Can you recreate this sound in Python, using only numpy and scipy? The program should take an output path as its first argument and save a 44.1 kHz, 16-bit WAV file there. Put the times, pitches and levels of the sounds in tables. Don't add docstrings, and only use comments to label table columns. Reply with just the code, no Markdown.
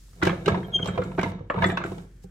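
import sys
import numpy as np
from scipy import signal
from scipy.fft import rfft, irfft
from scipy.io import wavfile
from scipy.ndimage import uniform_filter1d

SR = 44100
rng = np.random.default_rng(int(sys.argv[2]) if len(sys.argv) > 2 else 0)


def unload_wav(signal):
    wavfile.write(
        sys.argv[1],
        SR,
        np.round(np.clip(np.atleast_2d(signal).T, -1, 1) * 32767).astype(np.int16),
    )


def gain_from_decibels(decibels):
    exponent = np.asarray(decibels, float) / 20
    return 10 ** exponent


N = 101429

# mode_hz [Hz], level_db [dB]
BENCH_MODES = [(75, -7.5), (99, -1.5), (141, 1), (182, 9), (270, -4), (340, -4), (395, -0.5), (480, -0.5),
               (515, -3.5)]
# mode_hz [Hz], level_db [dB]
JAW_MODES = [(665, 3.5), (900, -3), (1100, -4), (1310, -3), (1450, -13), (1640, -1.5), (1815, -30),
             (2020, -4.5), (2200, -5), (2500, -21.5), (2900, -6.5), (3700, 2.5)]
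BENCH_T60, JAWS_T60 = 0.14, 0.026
SOFT_HZ = 3390
WIDE_FROM_HZ = 424


def evened(x):
    return x / np.sqrt(np.mean(x ** 2) + 1e-20)


def slow_drift(count, span):
    noise = rng.standard_normal((count, N))
    return evened(uniform_filter1d(uniform_filter1d(noise, span), span))


def read(points, hz):
    f, value = np.transpose(points)
    return np.interp(np.log(hz + 1), np.log(f + 1), value)


def follow(curve):
    s, db = np.transpose(curve)
    return gain_from_decibels(np.interp(np.arange(N) / SR, s, db, left=-90, right=-90))


def add(mix, s, sound):
    part = mix[..., round(s * SR):][..., :sound.shape[-1]]
    part += sound[..., :part.shape[-1]]


def steep(x, hz, kind, order=4):
    return signal.sosfilt(signal.butter(order, hz, kind, fs=SR, output="sos"), x)


def clicks(size, per_s, spread_db):
    strength = gain_from_decibels(spread_db * np.minimum(rng.exponential(1, size), 4))
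    present = rng.random(size) < per_s / SR
    return rng.standard_normal(size) * strength * present


def body(modes, t60, detune=0):
    wide_rad, scatter_db, damping_slope = 2.89, 3, 0.16
    hz, db = np.transpose(modes)[:, :, None]
    t = np.arange(SR // 4) / SR
    draw = rng.uniform(-1.083, 1, (len(modes), 3))
    lag = wide_rad * draw[:, :1] / (1 + (WIDE_FROM_HZ / hz) ** 4)
    turn = 2 * np.pi * hz * (1 + detune * draw[:, 1:2]) * t
    decay_db = -60 * t / t60 * (hz / hz[0]) ** damping_slope
    size = gain_from_decibels(db + scatter_db * draw[:, 2:] + decay_db)
    both = np.array([(size * np.sin(turn + side * lag / 2)).sum(0) for side in (1, -1)])
    return both / np.linalg.norm(both) * np.sqrt(2)


def ring(x, response):
    return signal.fftconvolve(x[None], response, axes=1)


def workshop(x):
    # band_hz [Hz], t60_s [s]
    room_decay = [(150, 0.65), (600, 0.48), (2000, 0.35), (6000, 0.53), (14000, 0.38)]
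    taps = np.zeros((2, SR))
    at = np.arange(200, SR - 20, 20) + rng.integers(0, 20, (2, (SR - 201) // 20))
    np.put_along_axis(taps, at, rng.choice([-1., 1.], at.shape), 1)
    hz, t, z = signal.stft(taps, SR, nperseg=256)
    wide = 1 / (1 + (WIDE_FROM_HZ / (hz[:, None] + 1)) ** 4)
    z = np.array([z[0], wide * z[1] + np.sqrt(1 - wide ** 2) * z[0]])
    dying = gain_from_decibels(-60 * t / read(room_decay, hz)[:, None])
    tail = signal.istft(z * dying, SR, nperseg=256)[1]
    return signal.fftconvolve(x[None], tail / np.linalg.norm(tail[0]), axes=1)[:, :N]


def hum():
    # pitch_hz [Hz], level_db [dB rms]
    motor_tones = [(47, -49), (118.4, -62.5)]
    out = np.zeros(N)
    for (hz, db), sway in zip(motor_tones, slow_drift(len(motor_tones), 3000)):
        turn = 2 * np.pi * np.cumsum(hz + 0.2 * sway) / SR
        out += np.sqrt(2) * gain_from_decibels(db + 0.8 * sway) * np.sin(turn)
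    return out


def coloured(pair, spectrum, db):
    # band_hz [Hz], likeness [0 to 1]
    side_likeness = [(100, 0.97), (300, 0.8), (700, 0.32), (3000, 0.18)]
    hz = np.fft.rfftfreq(N, 1 / SR)
    a, b = rfft(pair)
    same = np.clip(read(side_likeness, hz), 0, 1)
    z = np.array([a, same * a + np.sqrt(1 - same ** 2) * b]) * gain_from_decibels(read(spectrum, hz))
    return gain_from_decibels(db) * irfft(z, N) / np.std(irfft(z * (hz > 200), N))


def hiss():
    # band_hz [Hz], level_db [dB]
    air_colour = [(38, -11.5), (65, -11.5), (97, -10.5), (414, -29), (755, -42), (1630, -34), (3500, -48),
                  (4550, -86.5), (7700, -120)]
    # band_hz [Hz], level_db [dB]
    cloth_colour = [(1470, -32.5), (2500, -9.5), (4560, -4), (7570, -3.5), (15700, -15.5)]
    # time_s [s], level_db [dB]
    rub_level = [(0, -64), (.6, -67), (.72, -72), (.83, -66), (.87, -71), (1.05, -67), (1.15, -68),
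                 (1.3, -60.5), (1.36, -98), (1.49, -81.5), (1.7, -53.5), (1.81, -108), (1.86, -60.5),
                 (2.02, -66), (2.08, -74), (2.22, -72.5), (2.24, -60.5), (2.26, -75), (2.3, -76)]
    grain = np.array([clicks(N, 55000, spread_db=-20) for _ in "lr"])
    rub = coloured(grain, cloth_colour, db=2.5) * follow(rub_level)
    return rub + coloured(rng.standard_normal((2, N)), air_colour, db=-65)


def whistle(size, hz, overtones):
    turn = 2 * np.pi * np.cumsum(hz) / SR
    return size * np.sin(turn) + sum(gain_from_decibels(d) * size ** 0.97 * np.sin(k * turn) for k, d in overtones)


def squeaks():
    # time_s [s], pitch_hz [Hz], level_db [dB rms]
    squeal_path = [(0.72, 3340, -62.5), (0.742, 3203, -24.5), (0.75, 3235, -19), (.765, 3180, -19),
                   (.778, 3173, -40.5), (0.784, 3162, -34), (0.796, 3277, -44.5), (.81, 3224, -41),
                   (0.823, 3227, -36.5), (0.831, 3156, -23.5), (0.834, 3110, -35), (.842, 3080, -45.5),
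                   (.85, 3200, -46), (.875, 3213, -43), (.905, 3210, -49), (0.919, 3200, -53.5),
                   (0.941, 3200, -56.5), (0.987, 3200, -54)]
    # multiple [x pitch], level_db [dB at full strength]
    squeal_overtones = [(2, -27), (3, -44.5), (4, -56)]
    # peak_s [s], level_db [dB rms], rise_s [s], fall_s [s], pitch_hz [Hz]
    short_whistles = [
        (0.307, -40, 0.0022, 0.0027, 3270),
        (.648, -48.5, 0.0048, 0.007, 3197),
        (.672, -63, 0.0026, 0.0099, 12250),
        (1.652, -72.5, .005, 0.0086, 14300),
    ]
    wobble_hz, sag_hz, flutter_db = 22, 12, 2.5
    t = np.arange(N) / SR
    wobble, flutter = slow_drift(2, 150)
    s, hz, db = np.transpose(squeal_path)
    size = np.sqrt(2) * follow(np.transpose([s, db]))
    weak = 1 / (1 + size / 0.01)
    pitch = np.interp(t, s, hz) + wobble_hz * wobble * weak
    out = whistle(size * gain_from_decibels(flutter_db * flutter * weak), pitch, squeal_overtones)
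    for s, db, rise, fall, hz in short_whistles:
        swell = np.clip((t - s) / np.where(t < s, rise, fall), -50, 50)
        size = np.sqrt(2) * gain_from_decibels(db) / np.cosh(swell)
        pitch = hz * (1 + wobble_hz / 3200 * wobble) - sag_hz * np.tanh((t - s) / (2 * fall))
        out += whistle(size, pitch, [])
    return out * gain_from_decibels([[.7], [-.7]])


def grind():
    # time_s [s], level_db [dB]
    screw_load = [(.1, -72), (.2, -50.5), (.25, -29.5), (.36, -43.5), (.44, -45.5), (.5, -25), (.62, -43),
                  (.72, -45.5), (.87, -38.5), (1.08, -39.5), (1.16, -47.5), (1.26, -37.5), (1.36, -46),
                  (1.49, -66.5), (1.57, -33), (1.74, -41), (1.9, -42.5), (2.08, -58)]
    drive = evened(clicks(N, 3500, spread_db=4.0)) * follow(screw_load)
    bench = gain_from_decibels(5.5) * ring(drive, body(BENCH_MODES, BENCH_T60))
    jaws = gain_from_decibels(-6.5) * ring(drive, body(JAW_MODES, JAWS_T60))
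    return steep((bench + jaws)[:, :N], SOFT_HZ, "low")


def thump(s, db, upper_db, hz):
    length = round(0.011 * SR)
    push = np.hanning(length) * rng.standard_normal(2000)[:length]
    bench = steep(ring(push, body(BENCH_MODES, BENCH_T60, 0.042)), 485, "low")
    hollow = steep(ring(push, body([(hz, 0), (2 * hz, -6)], t60=0.048)), 1200, "low")
    bench = gain_from_decibels(2) * bench / abs(bench).max()
    hollow = gain_from_decibels(upper_db + 8) * hollow / abs(hollow).max()
    return s - .003, gain_from_decibels(db) * (bench + hollow)


def jolt(s, db):
    # mode_hz [Hz], level_db [dB]
    handle_modes = [(7340, 0.5), (8370, -15.5)]
    rattle = np.exp(-np.arange(2000) / 500) * clicks(2000, 4100, spread_db=2.0)
    out = ring(rattle, body(handle_modes, 0.02, 0.006)[:, :2000])
    return s, gain_from_decibels(db) * out / abs(out).max()


def tick_colour(bright_db):
    # band_hz [Hz], level_db [dB]
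    crack_colour = [(1760, -6.5), (3000, -1.5), (4520, -9.5), (6210, -10), (9000, -18.5), (15700, -25.5)]
    dulling = 0.27
    hz = np.fft.rfftfreq(256, 1 / SR)
    tilt = dulling * min(bright_db + 2, 0) * np.log2(np.maximum(hz / 4000, 1))
    bass_cut = 1 + (2000 / (hz + 1)) ** 6
    pulse = irfft(gain_from_decibels(read(crack_colour, hz) + tilt) / bass_cut)
    return np.roll(pulse, 128)[None, 96:192]


def contact(t, hz, rise):
    t60, lag_rad = 0.033, 1.2
    lag, phase, bend = rng.uniform(-1.01, 1, 3)
    size = np.minimum(t / rise, 1) * gain_from_decibels(-60 * np.maximum(t - rise, 0) / t60)
    turn = 2 * np.pi * hz * t * (1 + .5 * bend * t) + np.pi * phase
    return size * np.sin(turn + lag_rad * lag * np.array([[.5], [-.5]]))


def knock(s, db, bright_db, hz, rise):
    chatter_s, tail_s, crack_s = 0.0044, 0.028, 0.09
    focus_db = -10
    t = np.arange(SR // 8) / SR
    after = np.maximum(t - rise, 0)
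    decay = np.exp(-after / chatter_s) + gain_from_decibels(-10) * np.exp(-after / tail_s)
    shape = decay * np.minimum(t / rise, 1) ** 1.15
    drive = evened(clicks(len(t), 9000, spread_db=0.5)) * shape
    near = [(f, d + focus_db * np.log2(f / hz) ** 2) for f, d in JAW_MODES]
    jaws = gain_from_decibels(4) * ring(drive, body(near, JAWS_T60, 0.087)[:, :3000])
    add(jaws, 0, gain_from_decibels(-7) * abs(jaws).max() * contact(t, hz, rise))
    jaws = steep(jaws, SOFT_HZ, "low")
    fizz = (drive + 2.4 * shape * rng.standard_normal((2, len(t)))) * np.exp(-after / crack_s)
    crack = signal.fftconvolve(fizz, tick_colour(bright_db), axes=1)[:, 32:]
    out = jaws / abs(jaws).max()
    add(out, 0, gain_from_decibels(bright_db + 7.5) * crack / abs(crack).max())
    return s - .0005, gain_from_decibels(db) * out


def scene():
    # start_s [s], peak_db [dB], bright_db [dB], contact_hz [Hz], rise_s [s]
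    early_knocks = [(.082, -54.5, -22, 870, .001), (.13, -53, -21, 1270, 0.0018),
                    (0.216, -24.5, -23, 1093, 0.0022), (0.222, -9.5, -25.5, 1454, 0.006),
                    (.232, -19.5, -10.5, 2026, 0.0014), (0.251, -22, -9, 1930, 0.0024),
                    (.265, -14, -20, 720, 0.0049), (0.272, -15, -17, 1610, 0.0016),
                    (.294, -17.5, -29, 1630, 0.00086), (.459, -20, -12.5, 2860, 0.00095),
                    (.477, -10.5, -19, 1188, 0.0061), (0.542, -18, -34, 975, 0.0052),
                    (0.627, -35.5, -33, 1590, 0.0035), (.79, -28.5, -38.5, 1480, .002),
                    (0.829, -35, -21, 954, 0.0027), (.844, -36.5, -7.5, 1070, .001),
                    (.858, -22.5, -14, 935, 0.00072), (0.873, -25.5, -16.5, 1080, .001),
                    (0.885, -22, -37, 1490, 0.0012), (.951, -33.5, -21.5, 1093, 0.008),
                    (.976, -15, -28, 1021, 0.0026), (1.016, -25.5, -28, 1174, 0.004),
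                    (1.036, -37, -8, 900, 0.003), (1.115, -29.5, -35, 956, 0.0041),
                    (1.177, -27.5, -27.5, 775, 0.0021), (1.182, -18.5, -35, 1219, 0.0016),
                    (1.19, -14.5, -26, 1563, 0.0026), (1.212, -24.5, -15.5, 1500, 0.0025),
                    (1.23, -14.5, -18, 1040, 0.0023), (1.24, -20.5, -40, 2080, 0.00089),
                    (1.317, -31, -22, 880, 0.0023), (1.39, -40.5, -26, 1170, .002)]
    late_knocks = [(1.5, -12, -35.5, 963, 0.00049), (1.541, -23, -30, 980, 0.0026),
                   (1.555, -23.5, -46, 1225, 0.0088), (1.585, -23, -32, 974, 0.0048),
                   (1.62, -10, -30, 1686, 0.0045), (1.631, -15, -28, 983, 0.0045),
                   (1.64, -5.5, -28, 2003, 0.0037), (1.696, -17.5, -43.5, 1873, 0.0054),
                   (1.717, -35.5, -14.5, 1430, 0.0011), (1.771, -21, -20, 2625, 0.0023),
                   (1.773, -14.5, -27.5, 1533, 0.00077), (1.802, -26, -36, 896, 0.0033),
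                   (1.812, -25.5, -37, 1507, 0.0016), (1.838, -19, -24.5, 1368, 0.00063),
                   (1.858, -31.5, -21, 1230, .002), (1.918, -40, -12, 1008, .002),
                   (1.981, -38.5, -12.5, 842, 0.0021), (2.239, -61, -18, 804, 0.004)]
    # start_s [s], peak_db [dB], upper_db [dB], upper_hz [Hz]
    bench_thumps = [(0.227, -19.5, -3, 330), (0.267, -17, -0.5, 338), (0.301, -24.5, -8, 522),
                    (0.327, -29.5, 0, 538), (0.476, -16.5, -2, 423), (0.465, -29.5, 1.5, 400),
                    (0.508, -21, -12, 404), (0.574, -23, -5.5, 379), (0.755, -31.5, -6, 345),
                    (0.798, -25.5, -6, 346), (0.828, -21, -24.5, 428), (0.881, -20, -16, 387),
                    (0.986, -15.5, -6, 505), (0.655, -38, -12, 377), (1.052, -25, -44, 357),
                    (1.184, -18.5, -1, 371), (1.234, -34.5, 10, 287), (1.257, -24, -6.5, 470),
                    (1.33, -37.5, -6.5, 504), (1.406, -27, -12, 377), (1.578, -26, -0.5, 460),
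                    (1.629, -14, -8.5, 510), (1.657, -15, -11, 365), (1.544, -27, -4.5, 404),
                    (1.69, -34, 5.5, 394), (1.722, -30, 3.5, 341), (1.845, -30.5, -1.5, 349),
                    (1.872, -35.5, 0, 291.4), (1.916, -34, 2, 366), (1.976, -32.5, -11.5, 406),
                    (2.24, -35, -12.5, 397)]
    # start_s [s], peak_db [dB]
    handle_jolts = [(.236, -51.5), (.488, -36.5), (.875, -33), (1.036, -50), (1.213, -51.5), (1.505, -54),
                    (1.663, -31), (1.684, -47), (1.717, -44), (1.839, -46.5), (1.857, -50.5)]
    vise, whistles = grind(), squeaks()
    blows = [(knock, early_knocks), (knock, late_knocks), (thump, bench_thumps), (jolt, handle_jolts)]
    for source, table in blows:
        for row in table:
            add(vise, *source(*row))
    vise = steep(vise * gain_from_decibels([[-.79], [.79]]), 88.3, "high")
    wet = workshop(gain_from_decibels(-8.5) * vise.mean(0) + gain_from_decibels(-16) * whistles.mean(0))
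    return vise + whistles + wet + hum() + steep(hiss(), 45, "high")


def roll_off(x):
    return signal.sosfilt(signal.butter(12, 15840, fs=SR, output="sos"), x)


def record(dry):
    return roll_off(dry)


dry = scene()
out = record(dry)
unload_wav(out)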